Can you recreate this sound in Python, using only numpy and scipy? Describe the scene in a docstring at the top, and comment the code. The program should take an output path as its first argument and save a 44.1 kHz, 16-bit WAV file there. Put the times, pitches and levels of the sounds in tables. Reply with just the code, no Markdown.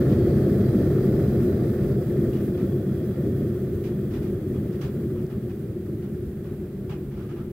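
"""A low, fluttering roar is heard first: a turbulent propane flame driving the resonances of a small
firebrick forge. The flame front adds a soft rasp; the gas jet hisses and sings faintly in the burner
tube. All of these weaken as the gas is slowly turned down. Someone beside the forge shifts about,
making a few quiet scuffs, ticks and, near the end, stick-slip squeaks."""
import sys
import numpy as np
from scipy import signal
from scipy.fft import rfft, irfft
from scipy.io import wavfile
from scipy.ndimage import uniform_filter1d

SR = 44100
rng = np.random.default_rng(int(sys.argv[2]) if len(sys.argv) > 2 else 0)


def generate_wav(signal):
    """Clip the signal to [-1, 1] and save it as 16-bit WAV at the path in sys.argv[1]."""
    frames = np.transpose(np.atleast_2d(signal))
    scaled = np.clip(frames, -1, 1) * 32767
    pcm = np.round(scaled).astype(np.int16)
    wavfile.write(sys.argv[1], SR, pcm)


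N = 331632
TIME = np.arange(N) / SR
HZ = np.maximum(np.fft.rfftfreq(N, 1 / SR), 1)

# Spectra of the noise sources. Each row: frequency in Hz, relative spectral density in dB.
RUMBLE_SPECTRUM = [(20, -43), (30, -34), (45, -16.5), (65, -9.5), (90, -3.5), (125, -4), (170, -6.5),
                   (235, -7), (285, -11.5), (325, -7), (415, -10), (440, -23), (600, -27), (900, -66.5)]
EDDY_SPECTRUM = [(150, -15), (300, -8), (420, 1), (520, 1.5), (600, -7.5), (700, -9.5), (800, -22),
                 (950, -37.5), (1400, -73)]
RASP_SPECTRUM = [(500, -3.5), (850, -5.5), (970, -7), (1100, 1.5), (1330, 2), (1850, -0.5), (2350, -9.5),
                 (3000, -18), (4800, -20), (6000, -22), (9000, -55)]
JET_SPECTRUM = [(1000, -8), (2500, -4), (4000, -6), (5700, -12), (6300, -5.5), (6950, -8.5), (7500, -6),
                (9600, -5.5), (10700, -1), (11300, -2.5), (12500, 2), (14500, 1.3), (16000, 1.5)]
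SHOP_SPECTRUM = [(15, -26), (30, -17), (50, 1.5), (100, -1.5), (300, -7.5), (700, -18.5), (970, -30.5),
                 (1400, -28), (2500, -34.5), (6000, -48), (15000, -40)]
SCUFF_SPECTRUM = [(300, 8), (800, 7.5), (1300, 4.5), (2100, -0.5), (2900, -3), (4200, -10.5), (6000, -15),
                  (9000, -25), (11500, -22), (15000, -23)]
# Stereo balance. Each row: frequency in Hz, left minus right in dB.
STEREO_BALANCE = [(100, 0), (400, 0.67), (1000, -0.3), (2200, -1), (4400, -3.5), (6500, -4), (8500, -7),
                  (11000, -0.5), (14700, -7.5)]
# Stereo width. Each row: frequency in Hz, difference signal over sum signal in dB.
STEREO_WIDTH = [(40, -23), (130, -34.5), (280, -25.5), (400, -20.5), (510, -14.5), (680, -14.5), (1000, -4),
                (1700, -10), (2600, -1), (4000, 0), (8000, 1), (15000, 0.6)]
# The regulator, closed in stages. Each row: time in seconds, gas pressure as a share of full.
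GAS_PRESSURE = [(0, 1), (1.1, 0.92), (2.0, 0.75), (2.7, 0.63), (3.3, 0.62), (3.8, 0.51), (5.0, 0.49),
                (5.8, 0.36), (6.8, 0.33), (7.52, 0.27)]
# Modes of the brick chamber. Each row: frequency in Hz, bandwidth in Hz, peak gain in dB,
# gain added in dB as the flame weakens by 10 dB.
CHAMBER_MODES = [(62, 54, -2, 4), (137.3, 10.6, 6.5, 1.5), (200.8, 16, 7, 0.8), (360, 22, 6.5, 1.8),
                 (392, 28, 2.5, -0.5), (467, 45, 4, 0)]
# Brief dips and swells of the rumble. Each row: centre in seconds, level change in dB.
RUMBLE_LURCHES = [(1.27, -1.5), (1.76, -4.5), (2.04, -4.5), (2.19, 2), (2.57, -2.5), (3.15, -5.5),
                  (3.27, 2.5), (4.41, -3.5), (4.53, 4.5), (4.92, -3), (5.3, -5), (6.45, -1.5)]
# Slow swing of the deepest bass. Each row: time in seconds, gain in dB.
BASS_SWING = [(0, 3), (2.1, 2.5), (2.5, -7), (3.7, -2), (4.2, 5), (4.9, -6), (5.9, -13), (6.3, 8),
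              (6.95, 6), (7.5, 6)]
# Higher chamber modes, rung by small eddies. Each row: frequency in Hz, bandwidth in Hz, gain in dB.
EDDY_MODES = [(624, 18, 3.5), (872, 21, 12)]
# Brief swells of the hiss. Each row: centre in seconds, level change in dB.
JET_SPURTS = [(0.12, 3), (1.43, 2.5), (2.42, 2.5), (3.75, 1.5), (4.21, 2), (5.03, 3)]
# Modes of the burner tube. Each row: frequency in Hz, nominal bandwidth in Hz, peak level in dB,
# best pressure and pressure half-width as shares of full, added left minus right in dB.
TUBE_MODES = [(3320, 140, -67, 0.64, 0.15, 1), (3270, 150, -66, 1, 0.18, 9), (3630, 330, -67, 1, .25, -2),
              (4040, 73, -69.5, 0.94, 0.13, -6), (4380, 140, -63.5, 0.99, 0.021, 1),
              (4720, 170, -66.5, 1, 0.29, -12), (5090, 140, -69.5, 0.99, 0.28, -1),
              (9060, 300, -72.5, 0.81, 0.55, -12), (14660, 600, -64, 0.66, .25, -4)]
# Rubs of shoes and clothes. 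Each row: start in seconds, level in dB, length in seconds,
# spectral tilt in dB per octave, ring frequency in Hz.
SCUFF_RUBS = [(0.096, -44.5, 0.037, -1, 3300), (1.81, -41, .04, -3.5, 2900), (2.326, -51, 0.045, 1, 2900),
              (2.573, -48.5, 0.042, -0.5, 1400), (3.835, -50, 0.041, 2.5, 2400),
              (4.104, -51, 0.033, 0.5, 1410), (4.133, -48, 0.035, 1.5, 2000),
              (4.217, -52.5, 0.048, 1.5, 1500), (4.541, -44.5, 0.031, -3, 2400),
              (4.72, -55, 0.036, 0.5, 4700), (4.808, -45.5, 0.045, 2.3, 1400),
              (5.15, -43, .045, -3.5, 2900), (5.298, -51.5, 0.032, -0.5, 1300),
              (5.494, -54.5, 0.022, 0.5, 2500), (6.02, -54, 0.033, 0, 1400),
              (6.434, -51.5, 0.056, -1.5, 1400), (6.892, -44.5, 0.039, -0.6, 2630),
              (7.11, -55.5, 0.045, -.5, 2300), (7.165, -53.5, 0.069, 0, 1300),
              (7.287, -49.5, 0.038, -1, 2800), (7.356, -47.5, 0.048, -2, 1350)]
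# Small cracks. Each row: start in seconds, level in dB, ring frequency in Hz, decay time in seconds.
TICK_CRACKS = [(3.838, -56, 2900, .004), (4.139, -51, 2400, .004), (4.73, -55, 4600, .003),
               (4.815, -48, 4500, .005), (4.824, -47, 3800, .002), (4.842, -46, 1450, 0.003),
               (5.266, -47, 4600, 0.00073), (6.902, -53, 2650, 0.0074)]
# Squeaking rubs. Each row: start in seconds, level in dB, length in seconds, first and last pitch in Hz.
SQUEAK_STROKES = [(7.166, -57, 0.058, 1000, 1570), (7.227, -57, 0.03, 1200, 1230),
                  (7.292, -56, 0.061, 1180, 1550), (7.362, -60.5, 0.078, 1080, 1424)]


def from_db(db):
    """Amplitude grows tenfold with every 20 decibels."""
    return 10 ** (np.asarray(db) / 20)


def unit_rms(x):
    """Normalisation to unit mean power."""
    return x / np.sqrt(np.mean(x ** 2) + 1e-20)


def over_time(rows):
    """Linear interpolation in time."""
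    return np.interp(TIME, *np.transpose(rows))


def over_frequency(rows):
    """Interpolation on a logarithmic frequency axis."""
    hz, value = np.transpose(rows)
    return np.interp(np.log(HZ), np.log(hz), value)


def filtered(x, response):
    """Linear filtering multiplies the spectrum by a frequency response."""
    return irfft(rfft(x) * response, N)


def resonance(hz, width_hz):
    """Complex response of a damped oscillator, 1 at its peak."""
    return 1 / (1 + 1j * (HZ / hz - hz / HZ) * hz / width_hz)


def drift(rate_hz):
    """Low-passed noise gives a random fluctuation of unit RMS."""
    return unit_rms(filtered(rng.standard_normal(N), 1 / (1 + (HZ / rate_hz) ** 2)))


def swells(rows, half_width_s):
    """Gaussian rises and dips of level, in dB."""
    return sum(db * np.exp(-((TIME - s) / half_width_s) ** 2) for s, db in rows)


def noise(response, pan_db=0):
    """Partly coherent stereo noise of unit power: alike in the bass, unrelated in the treble."""
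    mid, side = rfft(rng.standard_normal((2, N)))
    left_right = np.array([[1], [-1]])
    pair = mid + from_db(over_frequency(STEREO_WIDTH)) * side * left_right
    balance = from_db(left_right * (over_frequency(STEREO_BALANCE) + pan_db) / 2)
    return unit_rms(irfft(pair * response * balance, N))


def reflections(strength, count=14, absorbed_hz=8000):
    """Comb filtering: echoes off bench, bricks and walls interfere with the direct sound."""
    delays_s = rng.uniform(.001, .016, (2, count))
    signs = rng.choice([-1, 1], (2, count))
    paths = np.zeros((2, N))
    np.put_along_axis(paths, (delays_s * SR).astype(int), signs / np.sqrt(count), axis=1)
    # Long waves diffract round small surfaces; air damps the shortest on their way.
    reflected = strength * HZ / np.hypot(HZ, 3000) / (1 + (HZ / absorbed_hz) ** 4)
    return (1 + reflected * rfft(paths)) / np.sqrt(1 + reflected ** 2)


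def rumble(halvings, reference_db=-19):
    """Forced resonance: unsteady burning drives chamber modes, most sharpening as the flame weakens."""
    flicker_db = (0.57 + 0.46 * halvings) * drift(rate_hz=9.3)
    level_db = -18.5 - 8 * halvings + flicker_db + swells(RUMBLE_LURCHES, half_width_s=0.032)
    weakening = (reference_db - uniform_filter1d(level_db, size=SR)) / 10
    drive = noise(from_db(over_frequency(RUMBLE_SPECTRUM)))
    roar = drive
    for hz, width_hz, db, added_db in CHAMBER_MODES:
        mode = filtered(drive, resonance(hz, width_hz))
        roar = roar + (from_db(db + added_db * weakening) - 1) * mode
    running_power = uniform_filter1d(np.mean(roar ** 2, axis=0), size=4000)
    return from_db(level_db) * roar / np.sqrt(running_power + 1e-9)


def heave(roar, corner_hz=62):
    """Slow amplitude modulation makes the deepest band of the roar swell and sink."""
    bass = filtered(roar, 1 / (1 + (HZ / corner_hz) ** 8))
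    return roar + (from_db(over_time(BASS_SWING)) - 1) * bass


def eddies(halvings):
    """Small-scale turbulence excites the higher modes; this upper roar fades fastest with the gas."""
    modes = 1 + sum((from_db(db) - 1) * resonance(hz, width_hz) for hz, width_hz, db in EDDY_MODES)
    flutter_db = drift(rate_hz=28) + 0.8 * drift(rate_hz=110)
    level_db = -32.5 - 14.5 * halvings + flutter_db
    return from_db(level_db) * noise(from_db(over_frequency(EDDY_SPECTRUM)) * modes)


def rasp(halvings, echoes):
    """Combustion noise: the wrinkling flame front radiates a soft rasp in quick puffs."""
    puffs_db = 1.5 * drift(rate_hz=50) + 0.2 * drift(rate_hz=190)
    level_db = -47.5 - 9.5 * halvings + puffs_db
    return from_db(level_db) * noise(from_db(over_frequency(RASP_SPECTRUM)) * echoes)


def jet(halvings, echoes, top_hz=14000, top_loss_db=1.2):
    """Jet noise: gas leaves a small orifice with a thin, wavering hiss that dulls as the flow slows."""
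    waver_db = drift(rate_hz=9) + 0.54 * drift(rate_hz=120) + swells(JET_SPURTS, half_width_s=0.03)
    level_db = -50.5 - 5 * halvings ** 1.32 + waver_db   # holds up at first, then falls faster
    hiss = from_db(level_db) * noise(from_db(over_frequency(JET_SPECTRUM)) * echoes)
    top = filtered(hiss, 1 / (1 + (top_hz / HZ) ** 20))
    return hiss + (from_db(-top_loss_db * halvings) - 1) * top


def burner_tube(pressure, waver_db=2.1):
    """Pipe resonance: the jet excites narrow modes, each most strongly at its own gas pressure."""
    out = 0
    for hz, width_hz, db, best_pressure, half_width, pan_db in TUBE_MODES:
        coupling = 1 / (1 + ((pressure - best_pressure) / half_width) ** 2)
        tone = noise(np.abs(resonance(hz, width_hz)) ** 2, pan_db)
        out = out + from_db(db + waver_db * drift(rate_hz=10)) * coupling * tone
    return out


def workshop(level_db=-45):
    """Stationary noise forms the dull background of the shop."""
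    return from_db(level_db) * noise(from_db(over_frequency(SHOP_SPECTRUM)))


def scuffs(echoes, ring_db=5, bite_db=1, tail_db=-9, tail_decay_s=0.11, tail_hz=2600):
    """Sliding friction gives a short noise with one broad ring; reverberation leaves a duller tail."""
    spectrum = from_db(over_frequency(SCUFF_SPECTRUM)) * echoes
    direct, tails = 0, 0
    for start, db, length, tilt_db, ring_hz in SCUFF_RUBS:
        progress = (TIME - start) / length
        since_end = np.maximum(TIME - start - length, 0)
        ring = 1 + (from_db(ring_db) - 1) * resonance(ring_hz, 0.066 * ring_hz)
        attack = np.clip(progress / .13, 0, 1)
        level_db = db + bite_db * (np.clip(1 - progress, 0, 1) - 0.5)   # bites, then eases off
        rub = attack * from_db(level_db) * noise(spectrum * ring * from_db(tilt_db * np.log2(HZ)))
        contact = np.exp(-since_end / (.6 * length))
        room_fill = min(length / 0.023, 1)   # a very short rub fills the room less
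        direct = direct + rub * contact
        tails = tails + rub * (1 - contact) * np.exp(-since_end / tail_decay_s) * room_fill
    return direct + from_db(tail_db) * filtered(tails, 1 / np.hypot(1, HZ / tail_hz))


def ticks(relative_bandwidth=0.27):
    """Heavy damping: each small crack has one broad resonance that decays in milliseconds."""
    out = 0
    for start, db, hz, decay_s in TICK_CRACKS:
        envelope = (TIME >= start) * np.exp(-np.abs(TIME - start) / decay_s)
        out = out + from_db(db) * envelope * noise(resonance(hz, relative_bandwidth * hz))
    return out


def squeaks(echoes, roughness_hz=80, ramp_s=.006, upper_ratio=1.36, upper_db=-8):
    """Stick-slip friction: a hoarse tone and a weaker one above it climb through each stroke."""
    out = np.zeros((2, N))
    for start, db, length, first_hz, last_hz in SQUEAK_STROKES:
        hz = np.interp(TIME, [start, start + length], [first_hz, last_hz])
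        envelope = np.clip(np.minimum(TIME - start, start + length - TIME) / ramp_s, 0, 1)
        phase = 2 * np.pi * np.cumsum(hz) / SR
        tones = np.exp(1j * phase) + from_db(upper_db) * np.exp(1j * upper_ratio * phase)
        roughness = 1 + .6 * (drift(roughness_hz) + 1j * drift(roughness_hz))
        out += from_db(db) * envelope * np.real(roughness * tones)
    return filtered(out, echoes)


def scene():
    """Superposition: flame and gas, governed by the regulator, add to the shop and a person's movements."""
    pressure = over_time(GAS_PRESSURE)
    halvings = -np.log2(pressure)   # how many times the gas pressure has been halved
    burner_echoes, floor_echoes = reflections(strength=0.75), reflections(strength=1.0)
    flame = heave(rumble(halvings)) + eddies(halvings) + rasp(halvings, burner_echoes)
    gas = jet(halvings, burner_echoes) + burner_tube(pressure)
    return flame + gas + workshop() + scuffs(floor_echoes) + ticks() + squeaks(burner_echoes)


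def record(dry, fade_s=0.0032, cutoff_hz=15750):
    """Band limiting: a steep low-pass cuts the highest treble, after a brief fade at each end."""
    fades = np.clip(np.minimum(TIME, TIME[-1] - TIME) / fade_s, 0, 1)
    low_pass = signal.ellip(12, .1, 80, cutoff_hz, fs=SR, output="sos")
    return signal.sosfilt(low_pass, dry * fades)


dry = scene()
out = record(dry)
generate_wav(out)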